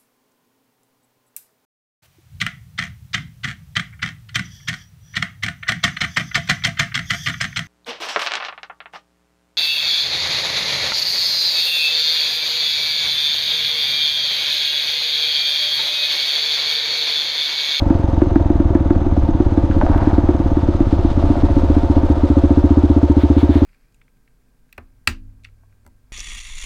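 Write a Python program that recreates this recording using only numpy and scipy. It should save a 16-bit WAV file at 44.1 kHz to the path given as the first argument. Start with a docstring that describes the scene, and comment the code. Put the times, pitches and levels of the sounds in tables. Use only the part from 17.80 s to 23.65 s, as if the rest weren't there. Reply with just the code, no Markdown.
"""A big single-cylinder engine barks and thuds unevenly, then pulls steadily: pulses ringing in an exhaust.
It drives a motorcycle on a gravel road, heard from the rider's seat; the case clatters and valves tick.
A bump knocks and shakes the panels: short damped rings. Filtered random clicks and noise make the tyres
crunch and scrub, and low noise makes the wind rumble on an overloaded microphone."""
import sys
import numpy as np
from scipy import signal
from scipy.fft import rfft, irfft
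from scipy.io import wavfile

SR = 44100
rng = np.random.default_rng(int(sys.argv[2]) if len(sys.argv) > 2 else 0)


def generate_wav(sig):
    """Save sig (samples, or channels by samples) to the path in sys.argv[1] as 16-bit PCM at SR."""
    pcm = np.round(np.clip(np.atleast_2d(sig).T, -1, 1) * 32767).astype(np.int16)
    wavfile.write(sys.argv[1], SR, pcm)


N = 257984
TIME = np.arange(N) / SR  # seconds
BIN_HZ = np.arange(N // 2 + 1) * SR / N

# How fast the engine turns. Each row: time in seconds, speed in revolutions per minute.
ENGINE_SPEED = [(0.0, 2775.0), (0.54, 2558.0), (0.94, 2348.0), (1.21, 2280.0), (1.37, 2134.0),
                (1.78, 2066.0), (2.02, 1726.0), (2.09, 1917.0), (2.37, 2243.0), (2.94, 2020.0),
                (3.03, 1988.0), (3.32, 1955.0), (3.56, 1815.0), (4.54, 1783.0), (4.65, 1741.0),
                (5.1, 1893.0), (5.3, 1727.0), (5.68, 1923.0), (5.85, 1859.0)]


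def undb(db):
    """Turn decibels into gain."""
    return 10 ** (np.asarray(db) / 20)


def curves(table):
    """The columns of a table, joined by straight lines in time."""
    s, *columns = np.transpose(table)
    return [np.interp(TIME, s, column) for column in columns]


def unit(x):
    """Scale to rms 1."""
    return x / np.sqrt(np.mean(x ** 2))


def band(hz, width):
    """Response of one resonance, gain 1 at the centre; width in Hz."""
    s = 1j * BIN_HZ
    return width * s / (s * s + width * s + hz * hz)


def modes(table):
    """Response of a body with several resonances."""
    return sum(undb(db) * band(hz, width) for hz, width, db in table)


def colour(points):
    """Response drawn through points of frequency in Hz and level in dB."""
    hz, db = np.transpose(points)
    return undb(np.interp(np.log(BIN_HZ + 1), np.log(hz), db))


def through(x, response):
    """Filter a whole sound."""
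    return irfft(rfft(x) * response, N)


def strike(times, sizes, shape):
    """Place one copy of the first quarter second of a shape at each time."""
    positions = np.clip(np.asarray(times) * SR, 0, N - 1).astype(int)
    pulses = np.bincount(positions, sizes, N)
    return signal.fftconvolve(pulses, shape[:SR // 4])[:N]


def strike_tuned(times, sizes, pitches, shape):
    """Like strike, with each copy played faster or slower by its pitch ratio."""
    out, age = np.zeros(N + SR), np.arange(SR // 4)
    for s, size, pitch in zip(times, sizes, pitches):
        start = max(int(s * SR), 0)
        out[start + age] += size * np.interp(age * pitch, age, shape[age], right=0)
    return out[:N]


def ring(response):
    """The ring after one pulse, with peak 1."""
    shape = irfft(response, N)
    return shape / np.abs(shape).max()


def soften(x, ms):
    """Spread a push over a few milliseconds with a bell-shaped blur."""
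    return through(x, np.exp(-.5 * (2 * np.pi * BIN_HZ * ms / 10 ** 3) ** 2))


def grains(rate, spread_db):
    """Random clicks, rate per second on average, most small and a few large; rms 1."""
    sizes = undb(spread_db * np.minimum(rng.exponential(size=N), 6))
    happens = rng.random(N) < rate / SR
    return unit(happens * sizes * rng.choice([-1, 1], N))


def walk(count):
    """A smooth random wander with rms 1, through count random points a second."""
    return unit(signal.resample(rng.standard_normal(int(count * N / SR)), N))


def gate(cycle, centre, width):
    """A smooth window that opens once per engine cycle; centre and width in cycles."""
    distance = (cycle - centre + .5) % 1 - .5
    return np.exp(-.5 * (distance / width) ** 2)


def exhaust():
    """Each stroke barks in the pipe and thuds in the silencer; a second push grows with throttle."""
    # Colour of the rough gas. 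Each row: frequency in Hz, relative level in dB.
    crack_colour = [(200, -15.5), (550, -1), (950, -6.5), (1300, -8.5), (1700, -11), (2400, -31),
                    (8000, -54.5)]
    s, bark, weight, throttle = strokes()
    # the pitch scatters most with the throttle shut
    heat = 1 + 0.029 * (1 - throttle) * rng.standard_normal(len(s))
    # two chambers in series, then the longer ring of the tailpipe
    pipe = ring(band(210, 53) * band(291.1, 29.6) * (1 + 5.83 * band(343.55, 16)))
    blowdown = strike_tuned(s - .002, 1.162 * bark, heat, pipe)
    # the pressure in the silencer dips as the valve opens
    thud = soften(strike(s - .0013, -undb(.5) * weight, ring(band(73, 38))), ms=1.15)
    # the rising piston drives out the rest of the charge into the warmed pipe
    sweep = strike_tuned(s + 0.003926, -1.1 * bark * throttle ** 2.5, 1.02 * heat, pipe)
    boom_size = -(.4 + 1.4 * throttle ** 2) * np.sqrt(weight)
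    boom = soften(strike(s + 0.01, boom_size, ring(band(73.6, 16.6))), ms=2.97)
    # the tailpipe sings on between strokes, with an overtone; both grow with throttle
    tail = strike(s + 0.00941, 0.049 + 0.11 * throttle, ring(band(341, 20) * band(370, 230)))
    overtone_times = s + .001 * rng.standard_normal(len(s))
    overtone_ring = ring(band(546, 12) * band(546, 200))
    overtone = strike(overtone_times, bark * (0.27 + throttle), overtone_ring)
    # hard firings at low throttle snap most, with a burst of rough gas
    hard = np.minimum(bark, 1.1) ** 3 * (1 - throttle ** 3)
    snap_ring = ring((band(690, 110) + .3 * band(1600, 350)) * band(800, 1200))
    snap = strike(s - .0028, .11 * hard, snap_ring)
    burst = soften(strike(s - .0028, hard, np.exp(-TIME / .007)), ms=0.66)
    crack = burst * unit(through(rng.standard_normal(N), colour(crack_colour)))
    return (blowdown + thud + sweep + boom + tail + undb(-31) * overtone
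            + snap + undb(-19.0) * crack)


def strokes():
    """Time, bark, thud and throttle of the strokes: more throttle is louder and steadier."""
    # Unburnt mixture catches in a pop. Each row: time in seconds, relative bark level in dB.
    pops = [(.105, -1), (.42, -0.7), (.56, -0.1), (.703, -3), (.802, -2.9), (.953, -0.7), (1.108, -1.2),
            (1.266, -7.5), (1.376, -7.5), (1.49, -6), (1.603, -2), (1.776, -3), (2.274, -2.5),
            (2.382, -2.5), (2.491, -1.5), (2.601, -6.5), (2.772, -4.5), (2.888, -4.5), (3.007, -2.4),
            (3.129, -5), (3.249, -4)]
    # A stroke falls weak. Each row: time in seconds, change of bark and thud level in dB.
    stumbles = [(.287, -0.5), (2.217, -2.5), (3.065, -2), (3.312, -4.5), (3.57, -7), (3.702, -6),
                (3.835, -3.5), (4.034, -5.5), (4.236, -3), (4.369, -10)]
    shut_db, rise_db = -13, 9  # bark with the throttle shut, and its rise at full throttle
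    pop_lead_s, pop_thud_db = 0.0034, -1  # how early a pop leaves the pipe, and its thud
    _, s = crank()
    throttle = opening(s)
    scatter_db = 1.04 * (1.2 - throttle) * rng.standard_normal((len(s), 2)).T
    bark_db = shut_db + rise_db * throttle + scatter_db[0]
    thud_db = .5 * scatter_db[1]
    # each pop or stumble takes the nearest stroke
    for at, db in pops:
        k = np.argmin(abs(s - at))
        s[k] -= pop_lead_s
        bark_db[k], thud_db[k] = db, pop_thud_db
    for at, db in stumbles:
        k = np.argmin(abs(s - at))
        bark_db[k] += db
        thud_db[k] += db
    return s, undb(bark_db), undb(thud_db), throttle


def crank():
    """Engine cycles run so far, each two revolutions, and the times the exhaust valve opens."""
    first_stroke_s = .0219
    rpm, = curves(ENGINE_SPEED)
    cycle = np.cumsum(rpm / 60 / 2) / SR
    cycle = cycle - np.interp(first_stroke_s, TIME, cycle)
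    return cycle, np.interp(np.arange(int(cycle[-1]) + 1), cycle, TIME)


def opening(s):
    """Throttle opening at the given times, which sets the load on the engine."""
    # The rider's hand. Each row: time in seconds, throttle from 0 (shut) to 1 (full).
    throttle_points = [(0, 0.12), (1.65, 0), (1.78, .4), (1.9, 0.2), (1.98, .68), (2.15, 0.6), (2.35, .48),
                       (2.8, .33), (2.98, .05), (3.3, .05), (3.48, .88), (4.4, .9), (4.65, 0.98),
                       (5.85, 0.99)]
    return np.clip(np.interp(s, *np.transpose(throttle_points)), 0, 1)


def machinery(clatter_db):
    """Piston slaps and gears rattle the case; valves tick as they seat; the chain hisses with load."""
    # Resonances of engine case and fairing. Each row: frequency in Hz, width in Hz, relative level in dB.
    case_modes = [(560.6, 73, 6.5), (677, 55, 5.5), (799, 42, -0.5), (886.6, 30.2, 5), (1134, 80, -8.5),
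                  (1450, 45, -25.5)]
    # Resonances of the valve gear. Each row: frequency in Hz, width in Hz, relative level in dB.
    valve_modes = [(3600, 450, -5), (6156, 100, 0), (6384, 90, -1)]
    cycle, s = crank()
    throttle, load = opening(TIME), opening(s)
    rpm, = curves(ENGINE_SPEED)
    body = modes(case_modes) * band(650, 850)
    # one slap shortly before each exhaust stroke, harder and earlier on throttle
    chance = rng.standard_normal((len(s), 4)).T
    force = (.5 + .5 * load) * undb(1.6 * chance[0])
    slap_times = s - .007 - 0.0066 * load + 0.00091 * chance[1]
    slap = soften(strike(slap_times, force, ring(body)), ms=0.11)
    # a lighter clack after the stroke grows with load
    clack_ring = ring(band(930, 36) * band(930, 500))
    clack = strike(s + .016 + .0012 * chance[2], load * undb(1.8 * chance[3]), clack_ring)
    # the gears mesh more loudly at two points of the cycle
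    driven = (0.11 + 0.16 * throttle) * gate(cycle, centre=0.11, width=0.22)
    slack = .45 * (1 - throttle) * gate(cycle, centre=.8, width=0.041)
    gears = through(grains(rate=2500, spread_db=0.5) * (0.65 + driven + slack), body)
    # under load a hollow resonance of the case stands out
    hollow_clicks = grains(rate=2500, spread_db=0.5) * gate(cycle, centre=.85, width=.15)
    hollow_ring = unit(through(hollow_clicks, band(545, 40) ** 2))
    hollow = throttle * undb(clatter_db - 8) * hollow_ring
    seating = .25 + gate(cycle, centre=.28, width=.04) + .45 * gate(cycle, centre=.88, width=.05)
    valve_clicks = grains(rate=2600, spread_db=1.9) * seating
    ticks = through(valve_clicks, modes(valve_modes) * band(3300, 2600))
    # the valve gear also sings without ticking, more at higher revs
    sing = unit(through(rng.standard_normal(N), modes(valve_modes) * band(5800, 700)))
    sing = sing * (rpm / rpm.mean()) ** 1.3
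    chain = unit(through(rng.standard_normal(N), band(7200, 5000) ** 2))
    chain = chain * (.2 + 0.9 * throttle) * (0.49 + gate(cycle, centre=.3, width=0.11))
    return (undb(-17.5) * slap + undb(-29.5) * clack + undb(clatter_db - .5) * unit(gears) + hollow
            + undb(-59.5) * unit(ticks) + undb(-71) * sing + undb(-64.0) * chain)


def bodywork():
    """Each knock is a short, damped rattle of a struck body; something squeaks thinly."""
    # Bumps, and loud piston slaps as the engine starts to pull.
    # Each row: time in seconds, level in dB, pitch in Hz.
    knocks = [(1.912, -23, 1500), (2.0135, -8, 900), (2.022, -12, 620), (2.065, -10, 690),
              (2.133, -15, 750), (2.147, -20, 850), (2.18, -23, 1300), (3.426, -17.5, 680),
              (3.555, -15.5, 580), (3.621, -17.5, 580), (3.687, -15.5, 570)]
    # Thin squeaks. Each row: time in seconds, pitch in Hz, peak level in dB.
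    squeaks = [(2.18, 12800, -57), (2.44, 12500, -65)]
    out = np.zeros(N)
    for s, db, hz in knocks:
        resonances = band(hz, .17 * hz) + .25 * band(1.7 * hz, .4 * hz)
        rattle = ring(resonances * band(hz, 1.3 * hz) ** 2)
        # one firm contact, then a spray of fading bounces
        delay = np.r_[0, .002 + rng.exponential(.014, 30)]
        sizes = np.r_[1, .16 * rng.standard_normal(30)] * np.exp(-delay / .03)
        out += strike(s + delay, undb(db) * sizes, rattle)
    for s, hz, db in squeaks:
        swell = np.exp(-.5 * ((TIME - s) / .005) ** 2)
        out += undb(db) * np.sin(2 * np.pi * hz * TIME) * swell
    return out


def shake():
    """After the bump loose panels rattle densely and settle: clicks through wide resonances."""
    start_s, rise_s, fade_s = 2.02, 0.17, .2
    age = np.maximum(TIME - start_s, 0)
    swell = np.minimum(age / rise_s, 1) * np.exp(-np.maximum(age - rise_s, 0) / fade_s)
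    panels = band(640, 300) + .4 * band(900, 150) + .3 * band(1350, 300)
    panels = panels * band(750, 1100) ** 2
    return undb(-25.5) * swell * unit(through(grains(rate=630, spread_db=0.5), panels))


def tyres(gravel_db):
    """Small stones crunch under the tread and a few snap away; loose sand hisses in short scrubs."""
    # Colours of gravel and sand. Each row: frequency in Hz, relative level in dB.
    gravel_colour = [(150, 4.5), (400, 12), (900, 3.5), (1300, 16.5), (1700, 4.5), (2300, 2.5), (3700, 4.5),
                     (5000, -2), (6500, -9.5), (8000, -14.5), (10000, -25.5), (15500, -43.5)]
    sand_colour = [(600, -7), (1400, 8.5), (2000, 6.5), (2800, 0.5), (3700, 5), (5000, -11.5), (8000, -20),
                   (15000, -26)]
    # Scrubs through loose sand. Each row: centre in seconds, bell-curve spread in seconds, level in dB.
    scrubs = [(5.42, 0.022, -37), (5.605, 0.027, -36), (5.759, 0.049, -37.5)]
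    crunch = unit(through(grains(rate=7800, spread_db=2.0), colour(gravel_colour)))
    stones = unit(through(grains(rate=90, spread_db=2.1), band(8000, 5000) * band(5000, 5000)))
    flutter_db = 1.6 * walk(count=50)
    scrub = sum(undb(db) * np.exp(-.5 * ((TIME - s) / spread) ** 2) for s, spread, db in scrubs)
    sand = unit(through(rng.standard_normal(N), colour(sand_colour)))
    return undb(gravel_db + flutter_db) * (crunch + undb(-27.5) * stones) + scrub * sand


def wind(wind_db):
    """Eddies from the windscreen buffet the microphone: mostly very low noise."""
    # Colour of the wind. Each row: frequency in Hz, relative level in dB.
    wind_colour = [(8, -5), (22, 3), (45, -0.5), (90, -4.5), (150, -17), (300, -13.5), (600, -48),
                   (2000, -93)]
    return undb(wind_db) * unit(through(rng.standard_normal(N), colour(wind_colour)))


def scene():
    """Everything moves with the microphone, in open air without echoes."""
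    # Levels of engine clatter, gravel crunch and wind. Each row: time in seconds, level in dB.
    clatter_level = [(0, -28), (1.3, -29.5), (3.2, -28.5), (3.5, -28), (4.4, -28.5), (4.9, -30.5),
                     (5.85, -30.5)]
    gravel_level = [(0, -45.5), (1.1, -51.5), (2.3, -42.5), (2.6, -47), (3.3, -41), (4.3, -42.5),
                    (5.5, -43.5), (5.85, -44.5)]
    wind_level = [(0, -21), (1.35, -17.5), (1.8, -18), (2.2, -15), (2.5, -19), (3.1, -17.5), (3.6, -16),
                  (4.8, -25.5), (5.85, -40)]
    engine = exhaust() + machinery(*curves(clatter_level))
    knocking = bodywork() + shake()
    road = tyres(*curves(gravel_level)) + wind(*curves(wind_level))
    return (engine + knocking + road)[None]


def record(dry):
    """The recorder rounds off the loudest peaks and cuts the top of the treble."""
    top_hz = 15750
    rounded = .97 * dry / (1 + dry ** 8) ** (1 / 8)
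    # steep low-pass: 0.1 dB ripple below the edge, 80 dB down above it
    low_pass = signal.ellip(10, .1, 80, top_hz, fs=SR, output="sos")
    return signal.sosfilt(low_pass, rounded)


dry = scene()
out = record(dry)
generate_wav(out)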